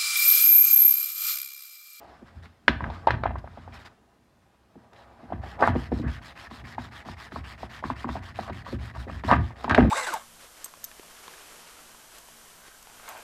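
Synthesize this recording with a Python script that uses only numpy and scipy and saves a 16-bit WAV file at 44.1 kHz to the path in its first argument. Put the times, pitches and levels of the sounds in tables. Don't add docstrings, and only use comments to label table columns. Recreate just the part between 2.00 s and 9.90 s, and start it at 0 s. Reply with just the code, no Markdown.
import sys
import numpy as np
from scipy import signal
from scipy.io import wavfile
from scipy.ndimage import uniform_filter1d

SR = 44100
rng = np.random.default_rng(int(sys.argv[2]) if len(sys.argv) > 2 else 0)


def attenuation_scalar(level_db):
    decades = np.asarray(level_db, float) / 20
    return 10 ** decades


def put_to_file(sound):
    columns = np.atleast_2d(sound).T
    safe = np.clip(columns, -1, 1)
    whole_steps = np.round(safe * 32767)
    wavfile.write(sys.argv[1], SR, whole_steps.astype(np.int16))


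N = 348390

# start_s, gain_db
TURNS = [(3.402, -64), (3.576, -55.5), (3.725, -60.5), (3.897, -64), (4.05, -60), (4.201, -60.5),
         (4.338, -59), (4.486, -60.5), (4.626, -59.5), (4.763, -60.5), (4.897, -59.5), (5.035, -59.5),
         (5.153, -59), (5.297, -61), (5.421, -59), (5.562, -60.5), (5.679, -59), (5.818, -60),
         (5.942, -59.5), (6.062, -59.5), (6.202, -61), (6.329, -59), (6.506, -61.5), (6.633, -59.5),
         (6.772, -60), (6.924, -61), (7.063, -62.5), (7.223, -53.5), (7.377, -66), (7.542, -62.5),
         (7.701, -62)]
# start_s, length_s, gain_db
BRUSHES = [(0.256, 0.045, -76.5), (0.422, 0.052, -68.5), (1.381, 0.022, -67), (1.729, 0.055, -62.5),
           (1.778, 0.067, -66.5), (1.845, 0.04, -61), (2.931, 0.0078, -67.5), (2.941, 0.12, -73)]
# time_s, gain_db
RUSTLE = [(0.0, -70), (0.12, -73.5), (0.28, -74.5), (0.48, -81.5), (0.72, -87), (0.85, -71.5), (0.95, -63),
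          (1.19, -86), (1.31, -92), (1.51, -72), (1.7, -75), (2.06, -92), (2.7, -85.5), (3.0, -84),
          (3.2, -76.5), (3.4, -80)]
# pitch_hz, relative density_db (per Hz)
CLOTH = [(200, -2.5), (500, -22.5), (1000, 1), (1750, -2.5), (2300, -7), (3000, -9.5), (4000, -10),
         (5200, -10.5), (5800, -18.5), (7500, -20), (9500, -26), (12000, -26.5), (13300, -32.5),
         (15500, -35.5)]
# start_s, lid_peak_db, favoured pitch_hz, crack_gain_db, thump_peak_db
KNOCKS = [(0.219, -45, 397, -74, -38), (0.457, -38, 1870, -64, -52), (0.6805, -1, 1830, -10.5, -18),
          (0.806, -20, 1160, -51, -31), (0.841, -21, 1490, -50, -38), (0.901, -25.5, 650, -37.5, -62),
          (1.071, -4, 745, -22.5, -48), (1.082, -12, 855, -38, -51), (1.106, -8, 1260, -20, -36),
          (1.236, -14.5, 1180, -34, -48), (1.256, -12, 910, -58, -44), (1.307, -25, 686, -77, -74),
          (1.356, -24.5, 880, -66, -57), (1.442, -32.5, 710, -65, -69), (1.474, -32.5, 1130, -55, -50),
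          (1.574, -31, 640, -52, -41), (1.677, -32, 650, -62, -58), (2.755, -44.5, 499, -84, -41),
          (3.228, -48, 750, -70, -41.5), (3.302, -34, 630, -70, -36), (3.322, -19.5, 717, -61, -28),
          (3.436, -30, 600, -47, -47), (3.602, -22, 715, -65, -51), (3.624, -12, 805, -60, -33),
          (3.675, -7, 1130, -32, -20.5), (3.681, -12.5, 890, -50, -21), (3.753, -18.5, 518, -75.5, -16.5),
          (3.918, -18, 513, -64.5, -17), (3.996, -30, 414, -64, -24.5), (4.038, -29, 387, -53, -25),
          (4.512, -33.5, 860, -44, -37.5), (4.781, -19.5, 860, -61, -33.5), (5.058, -33.5, 960, -59, -38),
          (5.087, -26.5, 842, -50, -38.5), (5.32, -31, 1270, -61, -35.5), (5.36, -22.5, 865, -58, -35.5),
          (5.631, -23.5, 810, -52, -35.5), (5.826, -31, 690, -55, -64), (5.839, -18.5, 1130, -53.5, -25.5),
          (5.901, -15, 910, -50, -28), (6.044, -20.5, 1090, -64, -25), (6.073, -30, 650, -68, -43),
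          (6.09, -19.5, 1190, -36, -28.5), (6.154, -24, 714, -52, -33.5), (6.166, -27.5, 756, -38, -50),
          (6.389, -20, 810, -41, -34.5), (6.497, -26, 810, -38, -31.5), (6.725, -30, 430, -58, -25.5),
          (7.068, -32.5, 396, -70, -35), (7.237, -25, 1110, -38, -26.5), (7.305, -15, 1310, -32, -43),
          (7.313, -2.5, 960, -20.5, -14), (7.327, -4.5, 950, -39, -20), (7.506, -35.5, 710, -73, -64),
          (7.644, -16.5, 980, -31, -29.5), (7.679, -19.5, 744, -60, -24),
          (7.696, -18.5, 1710, -20.5, -22.5), (7.71, -9, 1590, -22, -26), (7.747, -7, 1770, -14.5, -49),
          (7.778, -6.5, 1310, -39, -12), (7.782, -6.5, 537, -39, -9), (7.789, -7, 490, -66, -33),
          (7.815, -20, 510, -64, -10), (7.843, -23, 464, -51, -15.5), (7.87, -29, 427, -61, -17.5)]
# start_s, length_s, level_db (rms), favoured pitch_hz
SKIDS = [(0, 0.14, -52.5, 680), (1.716, 0.063, -55.5, 2750), (2.958, 0.014, -60, 4000),
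         (3.58, 0.022, -39, 800), (3.598, 0.052, -25.5, 780), (3.618, 0.054, -24, 1250),
         (4.016, 0.089, -45, 1420), (6.474, 0.032, -39.5, 1050), (6.653, 0.04, -42.5, 1120),
         (6.946, 0.022, -42.5, 1150), (7.078, 0.022, -40.5, 1100), (7.278, 0.035, -25, 1050),
         (7.316, 0.025, -19.5, 1210), (7.691, 0.044, -25.5, 1400), (7.722, 0.14, -31.5, 527)]
# time_s, lid_skid_db, board_shake_db
SHIFT = [(0.0, -56.5, -63), (0.45, -64.5, -56), (0.56, -80, -77), (0.66, -80, -77), (0.86, -40, -40),
         (0.99, -48.5, -47.5), (1.21, -53, -42), (1.3, -63, -45), (1.75, -59, -55), (1.95, -70, -68.5),
         (2.68, -73, -70), (2.8, -62, -65), (3.28, -54, -54), (3.45, -50, -48), (4.2, -62, -52),
         (5.8, -64, -57), (7.2, -62, -50), (7.54, -59, -60), (7.7, -44, -45), (7.9, -42, -40)]
# peak_s, level_db, fade t60_s
SHOVES = [(0.37, -46, .4), (0.71, -31, .6), (0.84, -33, .4), (1.14, -27, .3), (1.27, -33, .6),
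          (1.69, -46, .5), (3.35, -38, .5), (3.705, -23.5, .4), (3.94, -28, .4), (4.07, -27, .3),
          (4.64, -42, .4), (4.8, -41, .6), (5.1, -45, .6), (5.37, -42, .6), (5.64, -45, .6),
          (5.86, -37, .8), (6.11, -35, .7), (6.4, -43, .4), (6.52, -33, .4), (6.75, -33, .5),
          (6.98, -38, .4), (7.11, -34, .5), (7.29, -26, .4), (7.38, -20, .3), (7.71, -31, .5),
          (7.8, -23, .5), (7.86, -25, .6)]
# nominal pitch_hz, relative level_db, base t60_s
LID = [(397, -3, 0.018), (482.7, -6, 0.033), (604, 6, 0.011), (714, 6, 0.019), (810, 10, 0.017),
       (958, 10, 0.017), (1100, 13.5, 0.0095), (1368, 1, 0.02), (1632, 13, 0.0093), (1769, 4.5, 0.013),
       (2090, 3.5, 0.021), (2294, 6.5, 0.01), (2750, -9, 0.039), (3300, 10.5, 0.0035), (3810, -6, 0.016),
       (4540, -2.5, 0.0053), (5600, -16.5, .012)]
# nominal pitch_hz, relative level_db, t60_s
BOARD = [(67.8, 3, 0.18), (85.3, -4, 0.24), (115.6, -4.5, 0.22), (164.4, -0.5, 0.073), (234.5, -2.5, 0.097),
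         (265.5, -0.5, 0.062), (340.7, -4, 0.068)]
# start_s, gain_db
TICKS = [(3.671, -36.5), (6.091, -56), (6.87, -52), (6.972, -64), (7.64, -43.5), (7.695, -35), (7.711, -39),
         (7.749, -31), (7.779, -39.5)]
# pitch_hz, t60_s
ROOM = [(200, 0.45), (1000, 0.35), (3000, 0.38), (8000, 0.3)]
# pitch_hz, relative density_db (per Hz)
FLOOR = [(30, 1), (64, -9), (200, 1.5), (600, -7), (2150, -19.5), (3500, -21.5), (6000, -26), (10000, -30),
         (15500, -37)]


def evened(x):
    return x / np.sqrt(np.mean(x ** 2) + 1e-20)


def read(points, hz):
    f, value = np.transpose(points)
    return np.interp(np.log(hz + 1), np.log(f + 1), value)


def curve(rows, column):
    rows = np.array(rows)
    return np.interp(np.arange(N) / SR, rows[:, 0], rows[:, column])


def add(mix, start_s, sound):
    part = mix[max(round(start_s * SR), 0):][:len(sound)]
    part += sound[:len(part)]


def band(x, lo_hz, hi_hz):
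    return signal.sosfilt(signal.butter(2, [lo_hz, hi_hz], "bandpass", fs=SR, output="sos"), x)


def hiss(spectrum, patchy_db, size):
    hz = np.fft.rfftfreq(size, 1 / SR)
    real, imaginary, patches = rng.standard_normal((4 * N // size + 5, len(hz), 3)).T
    patches = uniform_filter1d(patches, size=3, axis=0)
    patches = evened(uniform_filter1d(patches, size=24, axis=1))
    spectra = (real + 1j * imaginary) * attenuation_scalar(read(spectrum, hz)[:, None] + patchy_db * patches)
    return signal.istft(spectra, nperseg=size, noverlap=3 * size // 4)[1][:N]


def rag():
    pressure, speed, back = strokes()
    fibres = hiss(CLOTH, patchy_db=1.8, size=256)
    loose = 2.0 * signal.lfilter([0.3], [1, -0.7], fibres)
    fibres += weave(fibres, speed, back)
    fibres += panel(fibres, back)
    grain_s, grain_db = 0.002, 2.5
    grain = uniform_filter1d(rng.standard_normal(N), size=round(grain_s * SR))
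    fibres *= attenuation_scalar(grain_db * evened(grain))
    level = np.std(band(fibres, 5000, 13000))
    air = band(fibres, 2200, 21000)
    rubbed = fibres - air + air * np.clip(speed, 0, 1) ** 0.4
    before_scrub = np.arange(N) < RUSTLE[-1][0] * SR
    rustle = attenuation_scalar(curve(RUSTLE, column=1)) * before_scrub
    return (rubbed * pressure + loose * rustle * uneven()) / level


def weave(fibres, speed, back):
    rest_hz, rise_hz, back_rise, width_hz, gain = 1700, 2700, 0.68, 420, 2.2
    pitch_hz = rest_hz + rise_hz * speed * back_rise ** back
    turn = np.exp(2j * np.pi * np.cumsum(pitch_hz) / SR)
    r = np.exp(-np.pi * width_hz / SR)
    shifted_down = signal.lfilter([1 - r], [1, -r], fibres / turn)
    return gain * (turn * shifted_down).real


def panel(fibres, back):
    pitch_hz, width_hz, gain, back_db = 1828, 230, 0.64, 6
    r = np.exp(-np.pi * width_hz / SR)
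    poles = [1, -2 * r * np.cos(2 * np.pi * pitch_hz / SR), r * r]
    return gain * attenuation_scalar(back_db * back) * signal.lfilter([1 - r, 0, r - 1], poles, fibres)


def strokes():
    scrub_end_s, lead_s, pause_s = 7.9, 0.014, 0.017
    skew, roundness = 0.9, 0.42
    slope_db, speed_spread = -0.5, 0.22
    pressure, speed, back = np.zeros((3, N))
    ends = [s for s, _ in TURNS[1:]] + [scrub_end_s]
    scrub = [(s + lead_s, end - s - pause_s, db) for (s, db), end in zip(TURNS, ends)]
    for start_s, length_s, gain_db in BRUSHES + scrub:
        u = np.linspace(0, 1, round(length_s * SR))
        arch = abs(np.sin(np.pi * u ** skew))
        add(speed, start_s, arch * (1 - speed_spread * rng.random()))
        add(pressure, start_s, arch ** roundness * attenuation_scalar(gain_db + slope_db * (u - 2.5)))
    for start_s, length_s, _ in scrub[::2]:
        add(back, start_s, np.ones(round(length_s * SR)))
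    return pressure, speed, back


def uneven():
    size = round(0.03 * SR)
    wander = uniform_filter1d(rng.standard_normal(N), size=size)
    return attenuation_scalar(2.5 * evened(uniform_filter1d(wander, size=size)))


def knocks():
    out, t = np.zeros(N), np.arange(SR // 8) / SR
    wobbles = rng.uniform(0.887, 1.116, (len(KNOCKS), len(LID)))
    noises = rng.standard_normal((len(KNOCKS), len(t)))
    for (start_s, lid_db, hz, crack_db, thump_db), wobble, noise in zip(KNOCKS, wobbles, noises):
        lasting = (800 / hz) ** 0.48
        lid = ring(LID, hz, 0.43 * (hz / 800) ** 0.55, 0.00074, wobble, lasting)
        board = ring(BOARD, 276, 0.61, 0.0017, wobble)
        snap = noise * (np.exp(-t / 0.0046) + 0.22 * np.exp(-t / 0.026))
        crack = band(snap, 1800, max(2.44 * hz, 4400))
        crack = band(crack, 1000, 4300) + 0.006 * snap
        add(out, start_s - 0.0006, attenuation_scalar(lid_db) * lid / abs(lid).max())
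        add(out, start_s, attenuation_scalar(thump_db) * board / abs(board).max())
        add(out, start_s - 0.0003, attenuation_scalar(crack_db) * crack)
    return out


def ring(modes, hz, spread, lag_s, wobble, lasting=1):
    f, db, t60 = np.transpose(modes)[:, :, None]
    t60 = t60 * lasting
    t = np.arange(round(2 * t60.max() * SR)) / SR
    late = np.maximum(t - lag_s * np.sqrt(1000 / f), 0)
    steepness = np.where(f > hz, 2.4, 1.1)
    weight = attenuation_scalar(db) / (1 + (np.log(f / hz) / spread) ** 2) ** steepness
    swell = (1 - np.exp(-late * f / 1.3)) * attenuation_scalar(-60 * late / t60)
    tone = np.sin(2 * np.pi * f * wobble[:len(f), None] * late)
    return (weight * swell * tone).sum(0)


def shifting():
    steady, rim = np.ones(len(LID)), slips(1200, 2.7)
    catches = signal.oaconvolve(rim, ring(LID, 550, 1.0, 0.00061, steady))[:N]
    shaking = signal.oaconvolve(slips(400, 3.6), ring(BOARD, 89, 1.64, 0.00082, steady))[:N]
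    chips = signal.oaconvolve(slips(700, 3.0), ring(LID, 1000, 1.5, 0.0006, steady))[:N]
    pressure, _, back = strokes()
    drag_db = 3 - 4 * back
    drag = attenuation_scalar(curve(SHIFT, column=1)) * uneven() + attenuation_scalar(drag_db) * pressure
    out = drag * evened(catches) + rattle() * evened(chips) + shake() * evened(shaking)
    return out + skids(rim, steady)


def slips(per_s, spread_db):
    sizes = attenuation_scalar(spread_db * np.minimum(rng.exponential(1, N), 4)) * rng.choice([-1., 1.], N)
    return sizes * (rng.random(N) < per_s / SR)


def rattle():
    level, t = np.zeros(N), np.arange(SR // 4) / SR
    rise_s, t60_s, below_knock_db = 0.004, 0.19, 24
    rise = np.sin(np.pi / 2 * np.minimum(t / rise_s, 1)) ** 2
    for start_s, lid_db, *_ in KNOCKS:
        add(level, start_s + 0.001, attenuation_scalar(lid_db - below_knock_db - 60 * t / t60_s) * rise)
    return level


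def shake():
    level, now = attenuation_scalar(curve(SHIFT, column=2)), np.arange(N) / SR
    rise_db_per_s = 497.5
    for peak_s, level_db, t60_s in SHOVES:
        swell_db = rise_db_per_s * (now - peak_s)
        fade_db = 60 * (peak_s - now) / t60_s
        level = level + attenuation_scalar(level_db + np.minimum(swell_db, fade_db))
    return level


def skids(rim, steady):
    out = np.zeros(N)
    for start_s, length_s, level_db, hz in SKIDS:
        stretch = rim[round(start_s * SR):round((start_s + length_s) * SR)]
        faded = stretch * signal.windows.tukey(len(stretch), 0.25)
        chatter = signal.oaconvolve(faded, ring(LID, hz, 0.57, 0.00088, steady))
        add(out, start_s, attenuation_scalar(level_db) * chatter / np.std(chatter[:len(stretch)]))
    return out


def ticks():
    out, t = np.zeros(N), np.arange(SR // 20) / SR
    for (start_s, gain_db), noise in zip(TICKS, rng.standard_normal((len(TICKS), len(t)))):
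        add(out, start_s, attenuation_scalar(gain_db) * band(noise * np.exp(-t / 0.0034), 2860, 7770))
    return out


def room(x):
    taps = np.zeros(SR // 2)
    at = np.arange(200, SR // 2 - 20, 20)
    taps[at + rng.integers(0, 20, len(at))] = rng.choice([-1., 1.], len(at))
    hz, t, spectra = signal.stft(taps, SR, nperseg=256)
    fade = attenuation_scalar(-60 * t / read(ROOM, hz)[:, None])
    tail = signal.istft(spectra * fade, SR, nperseg=256)[1]
    return signal.oaconvolve(x, tail / np.linalg.norm(tail))[:N]


def background():
    return attenuation_scalar(-64) * evened(hiss(FLOOR, patchy_db=2.5, size=2048))


def scene():
    near = rag() + knocks() + shifting() + ticks()
    return (near + attenuation_scalar(-16) * room(near) + background())[None]


def top_cut(x):
    return signal.sosfilt(signal.butter(12, 15760, fs=SR, output="sos"), x)


def record(dry):
    mix = signal.sosfilt(signal.butter(3, 45, "highpass", fs=SR, output="sos"), dry)
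    return top_cut(mix)


dry = scene()
out = record(dry)
put_to_file(out)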